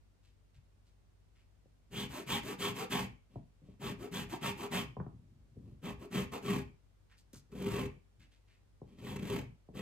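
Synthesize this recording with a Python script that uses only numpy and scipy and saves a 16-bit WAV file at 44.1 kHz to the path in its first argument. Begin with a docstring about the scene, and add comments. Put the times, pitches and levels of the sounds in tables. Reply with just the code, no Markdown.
"""A low hum and faint air in a small kitchen come first, then fingers rustle and a grater knocks on wood.
A lemon is zested on a long, fine steel grater whose tip rests on a wooden board: three runs of quick strokes,
bright going down and hollow coming back, then a few slow, juddering ones. Grains of noise for the teeth
tear the peel, ring the blade and drum the board. In between come more knocks, rubs and light touches.
The sound reaches two microphones directly and through a short room tail."""
import sys
import numpy as np
from scipy import signal
from scipy.fft import rfft, irfft, next_fast_len
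from scipy.io import wavfile
from scipy.ndimage import map_coordinates

SR = 44100
rng = np.random.default_rng(int(sys.argv[2]) if len(sys.argv) > 2 else 0)


def to_wav(sig):
    """Store sig (one row per channel, or 1-D mono) as 16-bit WAV at the path in sys.argv[1].

    Samples outside -1..1 are clipped; the rate is SR.
    """
    pcm = np.clip(np.atleast_2d(sig), -1, 1) * 32767
    pcm = np.round(pcm).astype(np.int16)
    wavfile.write(sys.argv[1], SR, pcm.T)  # frames by channels


N = 432621
TIME = np.arange(N) / SR

# pushes down the blade, levels before the room: start_s, length_s, peak_at (moment of top speed,
# share of the length), blade_db, bite_db (bright bite), board_db (base level of board and chatter)
STROKES = [(1.901, 0.18, 0.6, -47, -45, -41), (2.256, 0.16, 0.47, -39.5, -41, -38),
           (2.576, 0.1646, 0.411, -40, -43, -37.5), (2.894, 0.1885, 0.17, -40, -47.5, -35.5),
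           (3.791, .16, 0.49, -46.5, -53, -38.5), (4.108, .16, 0.34, -42.5, -49, -39),
           (4.405, 0.14, 0.407, -40, -46.5, -38), (4.701, 0.16, 0.31, -39, -47, -37),
           (5.814, 0.14, 0.4, -51, -60.5, -41), (6.101, 0.17, 0.4, -43, -56, -34.5),
           (6.405, .24, .45, -44.5, -62, -35.5), (7.496, 0.4, 0.74, -47.5, -75, -38),
           (9.001, 0.19, 0.51, -52, -59, -41.5), (9.179, .28, 0.48, -49, -64, -38.5),
           (9.732, 0.27, 0.24, -52.5, -62, -42)]
# ringing tones of the steel blade damped by the fruit: pitch_hz, width_hz, level_db (relative)
BLADE = [(764, 29, 1), (904, 143, 9), (1117, 92, 8.5), (1265, 90, -3), (1955, 330, 2.5), (2350, 370, 2),
         (2628, 266, 2), (3100, 220, 5), (3940, 300, -10)]
# ringing tones of the board with the grater leaning on it: pitch_hz, width_hz (before any extra damping),
# level_db (relative)
BOARD = [(123.7, 29, 1), (143.3, 15, -2.5), (192.1, 27, 8), (226.3, 38, 0.5), (259.2, 20, 5),
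         (398, 26.3, 2), (490.4, 31, 0.5), (577, 66, -5.5), (707.8, 70, -6.5), (1025, 77, 2),
         (1550, 162, -4)]


def undb(db):
    """Turn decibels into a gain."""
    return 10 ** (np.asarray(db) / 20)


def unit(x):
    """Scale to an average strength (rms) of 1."""
    return x / np.sqrt(np.mean(x ** 2) + 1e-20)


def add(track, start, x):
    """Mix x into the track from a start time in seconds."""
    i = max(int(start * SR), 0)
    track[i:i + len(x)] += x[:max(len(track) - i, 0)]


def through(x, response):
    """Filter x by a response given as a function of frequency."""
    size = next_fast_len(x.shape[-1] + 8192)
    hz = np.maximum(np.fft.rfftfreq(size, 1 / SR), 1)
    return irfft(rfft(x, size) * response(hz), size)[..., :x.shape[-1]]


def colour(points):
    """Tone control whose curve runs through (Hz, dB) points."""
    at, db = np.transpose(points)
    return lambda hz: undb(np.interp(np.log(hz), np.log(at), db))


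def modes(table, damping=1):
    """Response of a body with (Hz, width Hz, dB) resonances; damping widens them, so they die sooner."""
    def response(hz):
        return sum(undb(db) / (1 + 1j * (hz ** 2 - f ** 2) / (hz * width * damping))
                   for f, width, db in table)
    return response


def soften(x, hz, order):
    """Take away the treble above hz, as a soft contact does."""
    return signal.sosfilt(signal.butter(order, min(hz, .45 * SR), fs=SR, output="sos"), x)


def grains(count, rate, spread_db):
    """Random tiny impacts, rate of them a second on average; a wider spread makes a few much stronger."""
    hit = rng.random(count) < rate / SR
    size = undb(spread_db * np.minimum(rng.exponential(size=count), 4))
    return unit(hit * size * rng.choice([-1, 1], count))


def driven(force, envelope, response):
    """A body driven by a swelling force; its rms is about 1 where the envelope is 1."""
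    return through(force * envelope, response) / np.std(through(force, response))


def wander(count, hz):
    """Slow random drift with an rms of 1, no faster than about hz."""
    settle = SR // 10  # drop the filter's start
    return unit(soften(rng.standard_normal(count + settle), hz, order=2)[settle:])


def bend(x, ratio):
    """Shift the pitch of a ring by a ratio that moves in time."""
    return map_coordinates(x, [np.cumsum(ratio)], order=3)


def swell(length):
    """A smooth rise and fall over a length in seconds."""
    return np.sin(np.linspace(0, np.pi, int(length * SR)))


def background(air_db=-72.0):
    """A low appliance hum with a wavering phase, over faint noise of the air that differs left and right."""
    # tone of the still kitchen: pitch_hz, level_db (relative, per Hz)
    air_tone = [(15, -42.5), (30, -21.5), (60, -4), (120, -15), (240, -21.5), (1240, -35), (4000, -41),
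                (8500, -45.5), (15000, -55)]
    # appliance hum: pitch_hz, level_db (rms)
    hum_tones = [(48.4, -70), (96.9, -73.5)]
    mid, side = through(rng.standard_normal((2, N)), colour(air_tone))
    side = through(side, colour([(100, -0.61), (1000, 0.11)]))
    air = (mid + side * np.array([[1], [-1]])) / np.std(mid)  # air_db is the level of mid alone
    hum = np.zeros(N)
    for hz, db in hum_tones:
        phase = 2 * np.pi * hz * TIME + 0.46 * wander(N, 1.1)
        hum += undb(db) * np.sqrt(2) * np.sin(phase)
    return undb(air_db) * air + hum


def handling(rest_db=-82, shake_db=-56, shake_db_per_s=26.5, release_s=0.1154):
    """The table rumbles softly under the working hands, more with every push and change of grip."""
    # the hand changes its grip on the handle: start_s, length_s, level_db
    regrips = [(4.907, 0.68, -61.5), (5.506, 0.32, -53.5), (8.17, 0.106, -62.5)]
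    table_tone = colour([(30, -33.0), (60, -5.5), (82, -11.5), (115, -6.0), (220, -17.5),
                         (600, -41.0), (2000, -67.0)])
    rumble = through(rng.standard_normal(N), table_tone)
    weight = np.full(N, undb(rest_db))
    for start, length, *_ in STROKES:
        # a long push shakes the table more, and the shaking outlasts it
        add(weight, start, undb(shake_db + shake_db_per_s * length) * swell(length + release_s))
    for start, length, db in regrips:
        add(weight, start, undb(db) * swell(length))
    return unit(rumble) * weight


def fingers(snap_s=0.00124, snap_hz=7000):
    """Skin and cloth slide in short grainy swishes; the peel snaps now and then in tiny noise bursts."""
    # fingers and sleeves sliding on fruit, handle and apron: start_s, length_s, level_db, centre_hz
    rubs = [(0.231, 0.1, -76, 3090), (0.541, 0.061, -76, 2750), (0.853, 0.09, -81, 3620),
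            (1.349, 0.109, -76.5, 2200), (7.096, 0.077, -69, 1860), (7.169, 0.062, -70.5, 5000),
            (7.328, 0.0902, -61.5, 5780), (7.331, 0.056, -68, 1270), (8.195, 0.086, -68.5, 2394),
            (8.31, 0.09, -74.5, 2720), (8.475, 0.12, -73.5, 2200)]
    # small sharp snaps of the peel: start_s, peak_db
    peel_snaps = [(7.333, -49), (8.2, -65)]
    out = np.zeros(N)
    for start, length, db, hz in rubs:
        u = np.linspace(0, 1, int(length * SR))
        stroke = np.sin(np.pi * u ** 0.5)  # rises faster than it falls
        band = modes([(hz, hz * 1.3, 0)])
        swish = driven(grains(len(u), rate=900, spread_db=0.5), stroke, lambda f: band(f) ** 2)
        add(out, start, undb(db) * swish)
    t = np.arange(SR // 50) / SR
    for start, db in peel_snaps:
        burst = rng.standard_normal(len(t)) * np.exp(-t / snap_s)
        snap = through(burst, modes([(snap_hz, 6000, 0)]))
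        add(out, start, undb(db) * snap / np.abs(snap).max())
    return out


def knocks(rattle_s=0.0083, rattle=0.068, thud_s=0.03695, thud=0.13, lag_s=0.00685):
    """Blows ring the wooden board's modes; a softer contact leaves out the upper ones."""
    # grater and fruit bumping the board: start_s, peak_db (before the room), contact_hz (brightness)
    bumps = [(0.551, -51.5, 123.4), (1.654, -57.5, 700), (3.355, -37.5, 765.4), (3.614, -49.5, 449.3),
             (3.682, -47, 477.5), (4.965, -35, 900), (4.9985, -31.5, 1320), (5.0626, -38, 1080),
             (5.128, -48.5, 300), (5.564, -43.5, 444), (7.33, -46, 492.7), (8.814, -39.5, 740),
             (9.685, -45, 712)]
    out, t = np.zeros(N), np.arange(SR // 4) / SR
    for start, db, contact_hz in bumps:
        chatter, rocking = rng.standard_normal((2, len(t)))
        # the tip chatters for an instant, and the board rocks on the table a little longer
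        force = (t == 0) + rattle * chatter * np.exp(-t / rattle_s)
        force = force + thud * soften(rocking, 172, order=4) * np.exp(-t / thud_s)
        ring = through(soften(force, contact_hz, order=5), modes(BOARD, damping=3.3))
        # bending waves are slower at low pitch: the thump droops, lag_s late at 150 Hz
        blow = through(ring, lambda hz: np.exp(-4j * np.pi * lag_s * np.sqrt(150 * hz)))
        add(out, start, undb(db) * blow / np.abs(blow).max())
    return out


def zesting(snag_s=0.0169):
    """The hand goes to and fro; a snag is a very short jerk of the same kind."""
    # lighter drags back up the blade: start_s, length_s, peak_at (moment of top speed, share of the
    # length), blade_db, hollow_db (hollow note), hollow_hz (its base pitch)
    drags = [(2.076, 0.18, 0.5, -49.5, -49.5, 360), (2.41, 0.16, 0.52, -47, -44.5, 420),
             (2.733, 0.14, 0.5, -44, -44.5, 444), (3.975, 0.125, 0.48, -55, -48, 408),
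             (4.281, 0.11, 0.44, -48, -48.5, 362), (4.553, .135, .58, -47, -48, 398),
             (5.977, 0.11, 0.49, -60, -51, 364.1), (6.312, 0.098, 0.244, -47.5, -46, 453)]
    # a row of teeth snagging the peel in mid-stroke: start_s, level_db
    snags = [(7.515, -62), (7.58, -58), (7.764, -50), (7.79, -47), (7.851, -50.5), (9.157, -45),
             (9.186, -53.5), (9.329, -45.5), (9.34, -49), (9.355, -44), (9.381, -48.5)]
    out = np.zeros(N)
    for start, *row in STROKES:
        add(out, start, push(*row, tearing_db(start)))
    for start, *row in drags:
        add(out, start, pull(*row, tearing_db(start)))
    for start, db in snags:
        add(out, start, undb(db) * rasp(*motion(snag_s, peak_at=0.55), tear_db=-3.5, board_db=10))
    return out


def tearing_db(start, worn_db=-3, fresh_db=3.5, wear_s=1):
    """Tearing against the blade: fresh, juicy peel is louder and wears off from the first stroke on."""
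    return worn_db + fresh_db * np.exp(-(start - STROKES[0][0]) / wear_s)


def motion(length, peak_at):
    """Speed of the hand and the share of its way covered, both 0-1, with a rest afterwards."""
    t = np.arange(int(length * SR) + SR // 5) / SR
    peak_s = np.clip(peak_at, .1, .9) * length
    turn = np.interp(t, [0, peak_s, length], [0, np.pi / 2, np.pi])
    return np.abs(np.sin(turn)), (1 - np.cos(turn)) / 2


def push(length, peak_at, db, bite_db, board_db, tear_db, chatter_hz=208, chatter_db=-8.0, bite_hz=3230):
    """Down the blade: the teeth bite brightly, and the tip chatters on the board, most in a quick push."""
    speed, travel = motion(length, peak_at)
    count = len(speed)
    slow = np.interp(length, [.17, .3], [0, 1])  # 0 for a quick push, 1 for a slow one
    scrape = rasp(speed, travel, tear_db, board_db - db - 1.47 * (1 - slow), slow=slow)
    # bite and chatter both rise in pitch with speed and sag as the hand slows
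    edge = modes([(bite_hz, 800, 0)])
    cut = driven(grains(count, rate=2000, spread_db=2.0), speed ** 2.0, lambda hz: edge(hz) ** 3)
    bite = bend(cut, 1 + .2 * (speed - .8) * (speed > 0))
    pitch = chatter_hz * (1 - 0.3023 * (1 - speed)) * (1 + 0.093 * wander(count, 60))
    cycles = np.cumsum(pitch) / SR
    chatter = np.sqrt(2) * np.sin(2 * np.pi * cycles) * speed * undb(2.5 * wander(count, 45))
    drumming = undb(board_db + chatter_db - 8.1 * slow) * chatter
    return undb(db) * scrape + undb(bite_db) * bite + drumming


def pull(length, peak_at, db, hollow_db, hollow_hz, tear_db, rise=.32, board_db=0.5):
    """Back up the blade: a dull scrape, with a hollow note that rises as the fruit travels."""
    # ringing tones of the free length of the blade: ratio (times the base pitch), width_hz, level_db
    free_blade = [(1.002, 59.5, 3), (1.7, 65, -2), (2.7, 90, -6)]
    speed, travel = motion(length, peak_at)
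    ring = modes([(hollow_hz * ratio, width, gain_db) for ratio, width, gain_db in free_blade])
    bites = grains(len(speed), rate=3000, spread_db=2.5)
    hollow = driven(bites, speed ** 2.0, lambda hz: ring(hz) * np.abs(ring(hz)))
    note = bend(hollow, 1 + rise * (travel - .62))
    scrape = rasp(speed, travel, tear_db, hollow_db + board_db - db, back=0.98)
    return undb(db) * scrape + undb(hollow_db) * note


def rasp(speed, travel, tear_db, board_db, back=0, slow=0, judder_hz=40, glide=.07, lift_db=7):
    """Peel passing over the teeth; the speed of the hand drives tearing, blade and board."""
    # tone of tearing peel: pitch_hz, level_db (relative)
    tear_tone = [(400, -14.5), (1000, 0.5), (1600, 5), (3100, 3.5), (5500, -4), (6900, -1), (8400, -5.5),
                 (15000, -5.5)]
    count = len(speed)
    # a slow stroke catches unevenly on one row of teeth after another; a fast one glides
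    rows = np.cumsum(judder_hz * (1 + 0.197 * wander(count, 19.7))) / SR
    jerk = 2 * np.cos(np.pi * rows) ** 4 + .6 * wander(count, 160)
    catch = unit(undb((1.0 + 1.5 * slow) * jerk))
    # in slow strokes fewer teeth bite each second
    pace = undb(-9 * slow)
    bites = grains(count, rate=1700 * pace, spread_db=2.0) * unit(catch)
    shreds = grains(count, rate=4500 * np.sqrt(pace), spread_db=0.0) * catch
    tearing = driven(shreds, speed ** 1.48, colour(tear_tone))
    # the way back and slow strokes are duller
    steel = colour([(200, -12.0), (520, 2.5), (800, 3.9 + back), (1250, 2 + 2 * back - 2 * slow),
                    (1650, -1 - 5 * back - slow), (3250, -3 - 3 * back), (4200, -10.5), (12000, -21.5)])
    # the ring changes colour and drifts in pitch as the fruit travels along the blade
    first, last = (driven(bites, speed ** 1.91, lambda hz: touched()(hz) * steel(hz)) for _ in range(2))
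    ring = (1 - travel) * first + travel * last
    blade = bend(ring, 1 + glide * (3 * back - 1) * (travel - .5))  # falls going down, rises coming back
    blade = reflected(blade, np.abs(back - travel))
    # on the way back and in slow strokes the tip presses less, so the board's deep modes weaken
    pressure = colour([(195, -lift_db * back - 2 * slow), (280, -4.5), (400, 3 * slow - 4 * back),
                       (600, -13.5), (1000, -25.0)])
    wood = modes(BOARD)
    board = driven(bites, speed ** 0.92, lambda hz: wood(hz) * pressure(hz) / (1 + (100 / hz) ** 8))
    return blade + undb(tear_db) * tearing + undb(board_db) * board


def touched(spread_db=3):
    """Response of the blade at one random point of contact, which favours some modes over others."""
    return modes([(hz, width, db + spread_db * rng.standard_normal()) for hz, width, db in BLADE])


def reflected(x, travel, near_s=0.0009, far_s=0.00159, share=0.39):
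    """Waves return from the end of the blade; the notches they cut slide as the fruit travels."""
    delay_s = near_s + (far_s - near_s) * travel
    # each stroke also scales its delay at random
    late = np.arange(len(x)) - SR * delay_s * np.exp(0.16 * rng.standard_normal())
    return (x - share * map_coordinates(x, [late], order=3)) / np.hypot(1, share)


def touches():
    """Fruit shifting lightly on the teeth: sparse ticks ring the blade and murmur in the board."""
    # fruit set lightly on the teeth: start_s, length_s, blade_db, board_db
    light_touches = [(3.291, 0.12, -78, -62.5), (3.63, 0.14, -77.5, -60.5), (5.609, 0.16, -81.5, -57),
                     (8.849, 0.17, -75.5, -59), (8.972, .06, -63.5, -54)]
    out = np.zeros(N)
    for start, length, blade_db, board_db in light_touches:
        speed, _ = motion(length, peak_at=0.44)
        ticks = grains(len(speed), rate=860, spread_db=1)
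        add(out, start, undb(blade_db) * driven(ticks, speed, modes(BLADE)))
        add(out, start, undb(board_db) * driven(soften(ticks, 406, order=4), speed, modes(BOARD)))
    return out


def kitchen(x, t60_low=0.29, t60_high=0.27, wet_db=-3):
    """Direct sound reaches the microphones out of step; the walls add a short, diffuse tail."""
    # how far the left microphone runs ahead of the right: pitch_hz, phase_radians
    left_lead = [(340, -0.25), (900, -1.78), (1150, 1.35), (3500, -1.7), (4300, -1.5), (5500, -2),
                 (8400, -0.49), (15400, 10.5)]
    t = np.arange(SR // 2) / SR
    decay = -np.log(1000) * t  # divided by t60, the seconds to fall by 60 dB
    noise = rng.standard_normal((2, len(t))) * (t > .003)
    low = soften(noise, 2170, order=2)
    high = through(noise, colour([(1500, -39.0), (4500, 1.5), (15000, -5.5)]))
    tail = low * np.exp(decay / t60_low) + high * np.exp(decay / t60_high)
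    # hard worktops and tiles keep a band of the upper middle ringing longest
    tail += undb(-10.0) * through(noise, modes([(2200, 770, 0.015)])) * np.exp(decay / 0.38)
    tail = tail / np.sqrt(np.sum(tail[0] ** 2))
    tail = through(tail, colour([(120, -14.0), (330, -4.5), (650, -7.0), (2300, 1.0),
                                 (5000, -6.0), (12000, -12)]))
    wet = signal.fftconvolve(x[None], tail, axes=1)[:, :N]
    at_hz, lead = np.transpose(left_lead)
    # each side takes half of the lead, with opposite signs
    direct = np.array([through(x, lambda hz: np.exp(side * .5j * np.interp(hz, at_hz, lead)))
                       for side in (1, -1)])
    return direct + undb(wet_db) * wet


def scene():
    """Grater, hands and room together; the bass leans left and the tones near 1100 Hz lean right."""
    # left level minus right level: pitch_hz, difference_db
    balance = [(100, 1), (380, 3.5), (1120, -3), (2200, 0)]
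    sources = background(), handling(), fingers(), knocks(), zesting(), touches()
    sound = kitchen(sum(sources[1:])) + sources[0]  # the background bypasses the room
    lean = colour(balance)
    return np.array([through(x, lambda hz: lean(hz) ** (side / 2)) for x, side in zip(sound, (1, -1))])


def record(dry):
    """Cut the treble off steeply above 15400 Hz."""
    return signal.sosfilt(signal.ellip(8, .2, 70, 15400, fs=SR, output="sos"), dry)


dry = scene()
out = record(dry)
to_wav(out)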